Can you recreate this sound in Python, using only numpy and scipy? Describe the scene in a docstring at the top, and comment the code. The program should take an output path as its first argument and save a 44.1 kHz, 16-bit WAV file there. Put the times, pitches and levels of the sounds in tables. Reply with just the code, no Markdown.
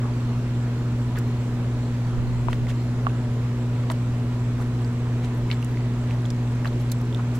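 """A gravel drive: a toddler wades slowly through a shallow puddle. Each step churns up swarms of tiny
bubbles as slosh and spray; soles and water smack down, drips fall back, larger bubbles ring singly.
A hand-held camera's casing takes a few hollow knocks. A big electric motor hums steadily nearby,
crickets chirp with their wings in the grass, and light wind rumbles on the microphone ports."""
import sys
import numpy as np
from scipy import signal
from scipy.fft import rfft, irfft, next_fast_len
from scipy.io import wavfile
from scipy.ndimage import uniform_filter1d, map_coordinates

SR = 44100
rng = np.random.default_rng(int(sys.argv[2]) if len(sys.argv) > 2 else 0)


def generate_wav(signal):
    """Clip the signal to [-1, 1] and save it as 16-bit WAV at the path in sys.argv[1]."""
    frames = np.transpose(np.atleast_2d(signal))
    scaled = np.clip(frames, -1, 1) * 32767
    pcm = np.round(scaled).astype(np.int16)
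    wavfile.write(sys.argv[1], SR, pcm)


N = 325899


def amp(db):
    """Decibels to gain."""
    return 10 ** (np.asarray(db) / 20)


def unit(x):
    """Scale to rms 1."""
    return x / np.sqrt(np.mean(x ** 2) + 1e-20)


def along(points, hz):
    """(Hz, value) points read on a log axis."""
    point_hz, values = np.transpose(points)
    return np.interp(np.log(hz + 1), np.log(point_hz + 1), values)


def clock(length_s=N / SR):
    """Sample times in seconds."""
    return np.arange(round(length_s * SR)) / SR


def wobble(rate_hz):
    """A smooth random curve, rate_hz knots a second."""
    knots = rng.standard_normal(int(N * rate_hz / SR) + 4)
    return map_coordinates(knots, [np.arange(N) * rate_hz / SR])


def filtered(x, response):
    """Apply a gain given as a function of Hz."""
    size = x.shape[-1]
    padded = next_fast_len(size + 2048)
    return irfft(rfft(x, padded) * response(np.fft.rfftfreq(padded, 1 / SR)), padded)[..., :size]


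def band(x, centre_hz, width_oct):
    """A bell-shaped band on a log-frequency axis."""
    return filtered(x, lambda hz: np.exp(-(np.log2((hz + 1) / centre_hz) / width_oct / 2) ** 2))


def placed(x, pan_db):
    """Stereo, leaning left by pan_db."""
    return x * amp([[pan_db / 2], [-pan_db / 2]])


def add(track, start_s, sound):
    """Mix a sound into the track."""
    part = track[..., max(round(start_s * SR), 0):][..., :sound.shape[-1]]
    part += sound[..., :part.shape[-1]]


# Each row: start in seconds, length in seconds, slosh level in dB, slosh centre in Hz,
# slosh spread in octaves, spray level in dB.
FOOTSTEPS = [(0.014, .095, -39, 1050, 0.29, -71), (1.152, 0.045, -38, 1490, 0.59, -51),
             (2.482, .085, -46, 2000, 0.89, -55), (2.677, .05, -40.5, 2750, 0.87, -60),
             (3.897, 0.027, -33, 1090, 0.41, -42.5), (4.574, 0.068, -40, 960, .44, -55.5),
             (5.226, 0.041, -45.5, 2500, 0.83, -56), (5.505, 0.036, -39, 2420, 0.55, -53),
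             (6.047, .12, -51, 2800, .65, -65), (6.118, 0.043, -39.5, 700, 0.19, -66),
             (6.647, .045, -38.5, 1700, 0.72, -56), (6.787, .045, -50, 3940, 0.88, -58),
             (7.178, 0.044, -39.5, 1110, .3, -61), (7.338, 0.038, -51, 6000, 0.3, -51)]


def steps(spray_hz, spray_oct):
    """Each step sloshes water aside and throws up spray a moment later."""
    out = np.zeros((2, N))
    for start_s, length_s, slosh_db, slosh_hz, slosh_oct, spray_db in FOOTSTEPS:
        slosh = amp(slosh_db) * churn(length_s, slosh_hz, slosh_oct, fizz=0.64)
        spray = amp(spray_db) * churn(length_s, spray_hz, spray_oct, fizz=0.6)
        add(out, start_s, slosh)
        add(out, start_s + 0.13 * length_s, spray)
    return out


def churn(length_s, centre_hz, spread_oct, fizz):
    """Stirred water: a quick swell of tiny bubbles on a wash of noise."""
    swarm = bubble_swarm(length_s, centre_hz, spread_oct, per_s=900, decay_cycles=2.4, spread_db=4.0)
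    wash = unit(band(rng.standard_normal((2, len(swarm))), centre_hz, 0.98 * spread_oct))
    swell = np.sin(np.pi * np.linspace(0, 1, len(swarm)) ** 0.88)
    return swell * unit(swarm + fizz * wash)


def bubble_swarm(length_s, centre_hz, spread_oct, per_s, decay_cycles, spread_db):
    """Tiny bubbles of mixed size start at random, each ringing for a few cycles."""
    size, t = round(length_s * SR), clock(0.0086)
    draws = np.clip(rng.standard_normal((int(per_s * length_s) + 4, 2)), -2, 2)
    hz = np.minimum(centre_hz * 2 ** (spread_oct * draws[:, :1]), 0.45 * SR)
    envelopes = np.exp(-hz * t / decay_cycles) * (1 - np.exp(-2 * hz * t))
    rings = amp(spread_db * draws[:, 1:]) * envelopes * np.sin(2 * np.pi * hz * t)
    positions = rng.integers(0, size, (len(hz), 1)) + np.arange(len(t))
    return unit(np.bincount(positions.ravel(), rings.ravel(), size)[:size])


# Each row: start in seconds, level at the crest in dB, centre in Hz, width in octaves, t60 in seconds.
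WATER_SLAPS = [(1.1862, -37.5, 7000, .7, 0.016), (2.5297, -25, 1100, .8, 0.0083),
               (3.9, -27, 2200, .55, 0.0083), (5.5133, -21.5, 2840, .33, 0.0068),
               (5.646, -37, 7960, 0.31, 0.0063), (6.303, -33.5, 5160, 0.36, .013),
               (6.655, -23, 1000, 0.44, 0.01), (6.9162, -30.5, 6840, 0.59, 0.028)]


def slaps(rise_s):
    """A sole or a lump of water smacks down: a brief crack, partly different at each port."""
    out, t = np.zeros((2, N)), clock(0.079)
    for start_s, db, centre_hz, width_oct, t60_s in WATER_SLAPS:
        noise = rng.standard_normal(len(t)) + rng.standard_normal((2, len(t)))
        envelope = amp(-60 * t / t60_s) * (1 - np.exp(-t / rise_s))
        crack = unit(envelope * band(noise, centre_hz, width_oct)) / unit(envelope).max()
        add(out, start_s, amp(db) * crack)
    return out


# Each row: start in seconds, pitch in Hz, level in dB.
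LARGE_BUBBLES = [(1.168, 2500, -38), (2.531, 4400, -30.5), (2.669, 2040, -29.5), (3.096, 2540, -33),
                 (3.837, 1150, -31), (3.919, 8100, -29), (4.847, 4750, -30.5), (5.502, 2130, -23.5),
                 (5.528, 4100, -27), (5.627, 2750, -28), (5.772, 2060, -30), (6.109, 2480, -27),
                 (6.254, 3340, -28), (6.26, 6900, -33), (6.647, 1750, -24), (6.658, 2760, -27),
                 (6.675, 4270, -28), (6.899, 4360, -32), (6.92, 4200, -23.5), (7.127, 3400, -33),
                 (7.147, 3500, -24)]


def large_bubbles(pan_db):
    """The larger trapped bubbles ring out singly around the feet."""
    out = np.zeros(N)
    for start_s, hz, db in LARGE_BUBBLES:
        add(out, start_s, amp(db) * plink(hz))
    return placed(out, pan_db)


def plink(hz, t60_cycles=25.6, pitch_rise=0.039):
    """A drop snaps on the surface and traps a bubble whose pitch climbs; small bubbles die sooner."""
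    t60_s = t60_cycles / hz
    t = clock(1.5 * t60_s)
    ring = np.sin(2 * np.pi * hz * (t + pitch_rise * t * t / t60_s / 2))
    snap = 0.19 * unit(band(rng.standard_normal(len(t)), hz, width_oct=0.96))
    onset = 1 - np.exp(-(2 * hz * t) ** 2)  # the bubble pinches off within half a cycle
    return amp(-60 * t / t60_s) * onset * (ring + snap)


def drips(per_step, fall_s=0.45, centre_hz=6470, spread_oct=0.99, spread_db=6, width_db=8):
    """After every step a few drips fall back, louder as the feet get wetter."""
    soaked_s, soaked_db, dry_loss_db = 10, -33.5, 12
    out = np.zeros((2, N))
    for start_s, length_s, *_ in FOOTSTEPS:
        loudest_db = soaked_db - dry_loss_db * max(1 - start_s / soaked_s, 0)
        for delay, softness, pitch, pan in rng.random((per_step, 4)):
            hz = centre_hz * 2 ** (spread_oct * (2 * pitch - 1))
            drip = amp(loudest_db - spread_db * softness) * plink(hz)
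            add(out, start_s + length_s + fall_s * delay, placed(drip, width_db * (pan - 0.5)))
    return out


def gravel(x, t60_s, tail_db):
    """The stony ground adds a very short scattered tail, different at each port."""
    t = clock(0.05)
    tail = rng.standard_normal((2, len(t))) * amp(-60 * t / t60_s)
    tail /= np.linalg.norm(tail[0])
    return x + amp(tail_db) * signal.fftconvolve(x, tail, axes=1)[:, :N]


# Each row: start in seconds, strike gain in dB, pitch in Hz, left minus right in dB.
CASING_KNOCKS = [(2.4846, -15, 910, 10), (3.068, -11, 1060, -7), (3.9005, -18.5, 900, 1)]
# Each row: multiple of the pitch, relative level in dB, t60 in seconds.
CASING_MODES = [(.76, -9.5, .02), (1, 0, 0.0059), (1.07, -5, 0.034), (1.2, -12, .018),
                (2.55, -11.5, 0.0084)]


def knocks(lag_s, highpass_hz, rise_s=0.00029):
    """A finger knocks the casing; the ring reaches the farther port a moment later."""
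    out, t = np.zeros((2, N)), clock(0.06)
    for start_s, db, pitch_hz, pan_db in CASING_KNOCKS:
        ring = sum(amp(mode_db - 60 * t / t60_s) * np.sin(2 * np.pi * pitch_hz * ratio * t)
                   for ratio, mode_db, t60_s in CASING_MODES)
        left, right = placed(amp(db) * ring * (1 - np.exp(-t / rise_s)), pan_db)
        add(out[0], start_s + lag_s * (pan_db < 0), left)
        add(out[1], start_s + lag_s * (pan_db >= 0), right)
    highpass = signal.butter(2, highpass_hz, "high", fs=SR, output="sos")  # a small casing has no bass
    return signal.sosfilt(highpass, out)


# Each row of both tables: frequency in Hz, rms level in dB.
HUM_LINES = [(44.0, -49.5), (58.5, -43.5), (74.4, -54), (104.7, -49), (117.1, -46.5), (120.0, -24.5),
             (134.6, -42), (161.2, -51), (175.6, -53), (178.3, -67), (181.3, -52), (222.6, -62.5),
             (225.2, -62), (237.1, -51.5), (240.1, -34), (254.7, -44.5), (298.5, -51.5), (301.6, -56.5),
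             (357.2, -58), (359.8, -49), (418.5, -52.5), (468.3, -55), (711.1, -85), (719.9, -65.5)]
WHINE_LINES = [(3512, -79), (3864, -76), (4098, -73), (7852, -76), (7882, -81)]


def motor():
    """Mains hum with sidebands spaced by the turning rotor, under a thin whine."""
    hum = tones(HUM_LINES, waver_db=0.15, drift_rad=0.29)
    whine = tones(WHINE_LINES, waver_db=2.5, drift_rad=0.16)
    return hum + whine


def tones(lines, waver_db, drift_rad):
    """Steady sines that waver in level and phase."""
    out, t = np.zeros(N), clock()
    for hz, db in lines:
        peak = np.sqrt(2) * amp(db + waver_db * wobble(2.17))
        phase = 2 * np.pi * (hz * t + rng.random()) + drift_rad * wobble(0.9)
        out += peak * np.sin(phase)
    return out


# Each row: centre in Hz, half-width in Hz, rms level in dB.
VENT_RESONANCES = [(374, 87, -51.5), (596, 17, -56.5), (987, 14, -57.5)]


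def ventilation(flutter_db):
    """Air rushes through the motor's housing, fluttering on its way over the lawn."""
    out = np.zeros((2, N))
    for centre_hz, width_hz, db in VENT_RESONANCES:
        noise = rng.standard_normal(N) + 0.29 * rng.standard_normal((2, N))
        resonance = filtered(noise, lambda hz: 1 / (1 + ((hz - centre_hz) / width_hz) ** 2))
        out += amp(db + flutter_db * wobble(8)) * unit(resonance)
    return out


# Each row: pitch in Hz, chirp length in seconds, wing strokes per second, rms level in dB.
CRICKET_VOICES = [(7650, 0.093, 85, -62), (4250, .17, 45.6, -61.5), (4550, .17, 45.7, -62.5)]
# Each row: voice index, start in seconds, end in seconds, chirp period in seconds.
CHIRP_BOUTS = [(0, .15, 1.9, .414), (0, 2.33, 4.9, .414), (0, 5.51, 7.38, .465), (1, .22, 2.9, .505),
               (2, .04, 5.9, 1.89)]


def crickets(pulse_hz):
    """Three chirpers keep their own beat over a trill that gives way to a pulsing call."""
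    chirps, t = np.zeros((2, N)), clock()
    for voice, start_s, end_s, period_s in CHIRP_BOUTS:
        pitch_hz, length_s, stroke_hz, db = CRICKET_VOICES[voice]
        for onset_s in np.arange(start_s, end_s, period_s):
            add(chirps, onset_s, amp(db) * chirp(length_s, stroke_hz, pitch_hz))
    handover = np.interp(t, [3.3, 4.2], [0, 1])
    trill = amp(-69.5) * (1 - handover) * wing(pitch_hz=6960, width_hz=70)
    pulses = np.sin(np.pi * pulse_hz * t + 0.5 * wobble(2.1)) ** 2
    call = amp(-70) * handover * pulses * wing(pitch_hz=6520, width_hz=130)
    return chirps + trill + call


def chirp(length_s, stroke_hz, pitch_hz):
    """A short train of wing strokes, each ringing in a narrow band."""
    t = clock(length_s)
    strokes = np.abs(np.sin(np.pi * t / length_s)) ** 0.25 * np.sin(np.pi * stroke_hz * t) ** 2
    return unit(strokes * band(rng.standard_normal((2, len(t))), pitch_hz, width_oct=0.011))


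def wing(pitch_hz, width_hz):
    """A cricket's ringing wing, blurred by the grass on its way to each port."""
    noise = rng.standard_normal((2, N))
    return unit(filtered(noise, lambda hz: np.exp(-((hz - pitch_hz) / width_hz) ** 2)))


# Each row: time in seconds, level in dB.
GUST_CURVE = [(0, -62), (2.0, -49), (2.2, -35), (2.55, -30), (2.8, -45), (3.1, -47), (3.3, -51),
              (7.39, -53)]


def wind():
    """A light gust buffets the ports, partly each on its own."""
    swirl = rng.standard_normal(N) + 1.3 * rng.standard_normal((2, N))
    rumble = unit(band(swirl, centre_hz=36, width_oct=0.56))
    level_db = np.interp(clock(), *np.transpose(GUST_CURVE)) + 2.8 * wobble(8.1)
    return placed(amp(level_db) * rumble, pan_db=-7)


# Each row: frequency in Hz, relative spectral density in dB.
AIR_SPECTRUM = [(20, 6), (42, 8.5), (110, 7.5), (200, 6), (400, 1), (700, -5), (1050, -6.5), (2000, -12.5),
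                (3300, -17.5), (4900, -22.5), (7600, -25), (8600, -30), (13000, -36), (16000, -40)]
# Each row: frequency in Hz, left-right correlation.
AIR_CORRELATION = [(30, 0.96), (130, 1), (290, 0.94), (640, 0.89), (1400, 0.74), (3000, 0.39), (6000, 0.1),
                   (15000, .1)]
# Each row: frequency in Hz, left minus right in dB.
AIR_BALANCE = [(60, -2.5), (200, 0), (700, 0), (1290, -1.2), (2380, -3.5), (4400, -1.5), (8120, 0),
               (15000, .8)]


def air(patchy_db, lag_s):
    """Distant outdoor rush in faint patches, arriving a little from the right."""
    def mid_side_gains(hz):
        angle = np.arccos(np.clip(along(AIR_CORRELATION, hz), -1, 1)) / 2
        return amp(along(AIR_SPECTRUM, hz)) * [np.cos(angle), np.sin(angle)]

    def port_gains(hz):
        lean = amp(along(AIR_BALANCE, hz) / 2)
        return [lean * np.exp(-2j * np.pi * hz * lag_s), 1 / lean]

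    spectra = signal.stft(rng.standard_normal((2, N)), nperseg=512)[2]
    patches = uniform_filter1d(rng.standard_normal(spectra.shape[1:]), size=5, axis=0)
    patches = uniform_filter1d(patches, size=14, axis=1)
    noise = signal.istft(spectra * amp(patchy_db * unit(patches)), nperseg=512)[1][:, :N]
    mid, side = filtered(noise, mid_side_gains)
    rush = filtered(np.array([mid + side, mid - side]), port_gains)
    return amp(-35.0 + 0.2 * wobble(4.44)) * unit(rush)


def scene():
    """Feet in the puddle and casing knocks over the motor, the air and the insects."""
    machine = motor() + ventilation(flutter_db=3.0)
    outdoors = air(patchy_db=1, lag_s=0.000082) + wind() + crickets(pulse_hz=8.5)
    water = steps(spray_hz=7500, spray_oct=0.66) + slaps(rise_s=0.00084)
    water += large_bubbles(pan_db=-4.0) + drips(per_step=6)
    puddle = gravel(water, t60_s=0.033, tail_db=-9.0)
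    return puddle + knocks(lag_s=0.00022, highpass_hz=600) + machine + outdoors


def record(dry):
    """The camera keeps nothing above its band limit."""
    return filtered(dry, lambda hz: hz < 15900)


dry = scene()
out = record(dry)
generate_wav(out)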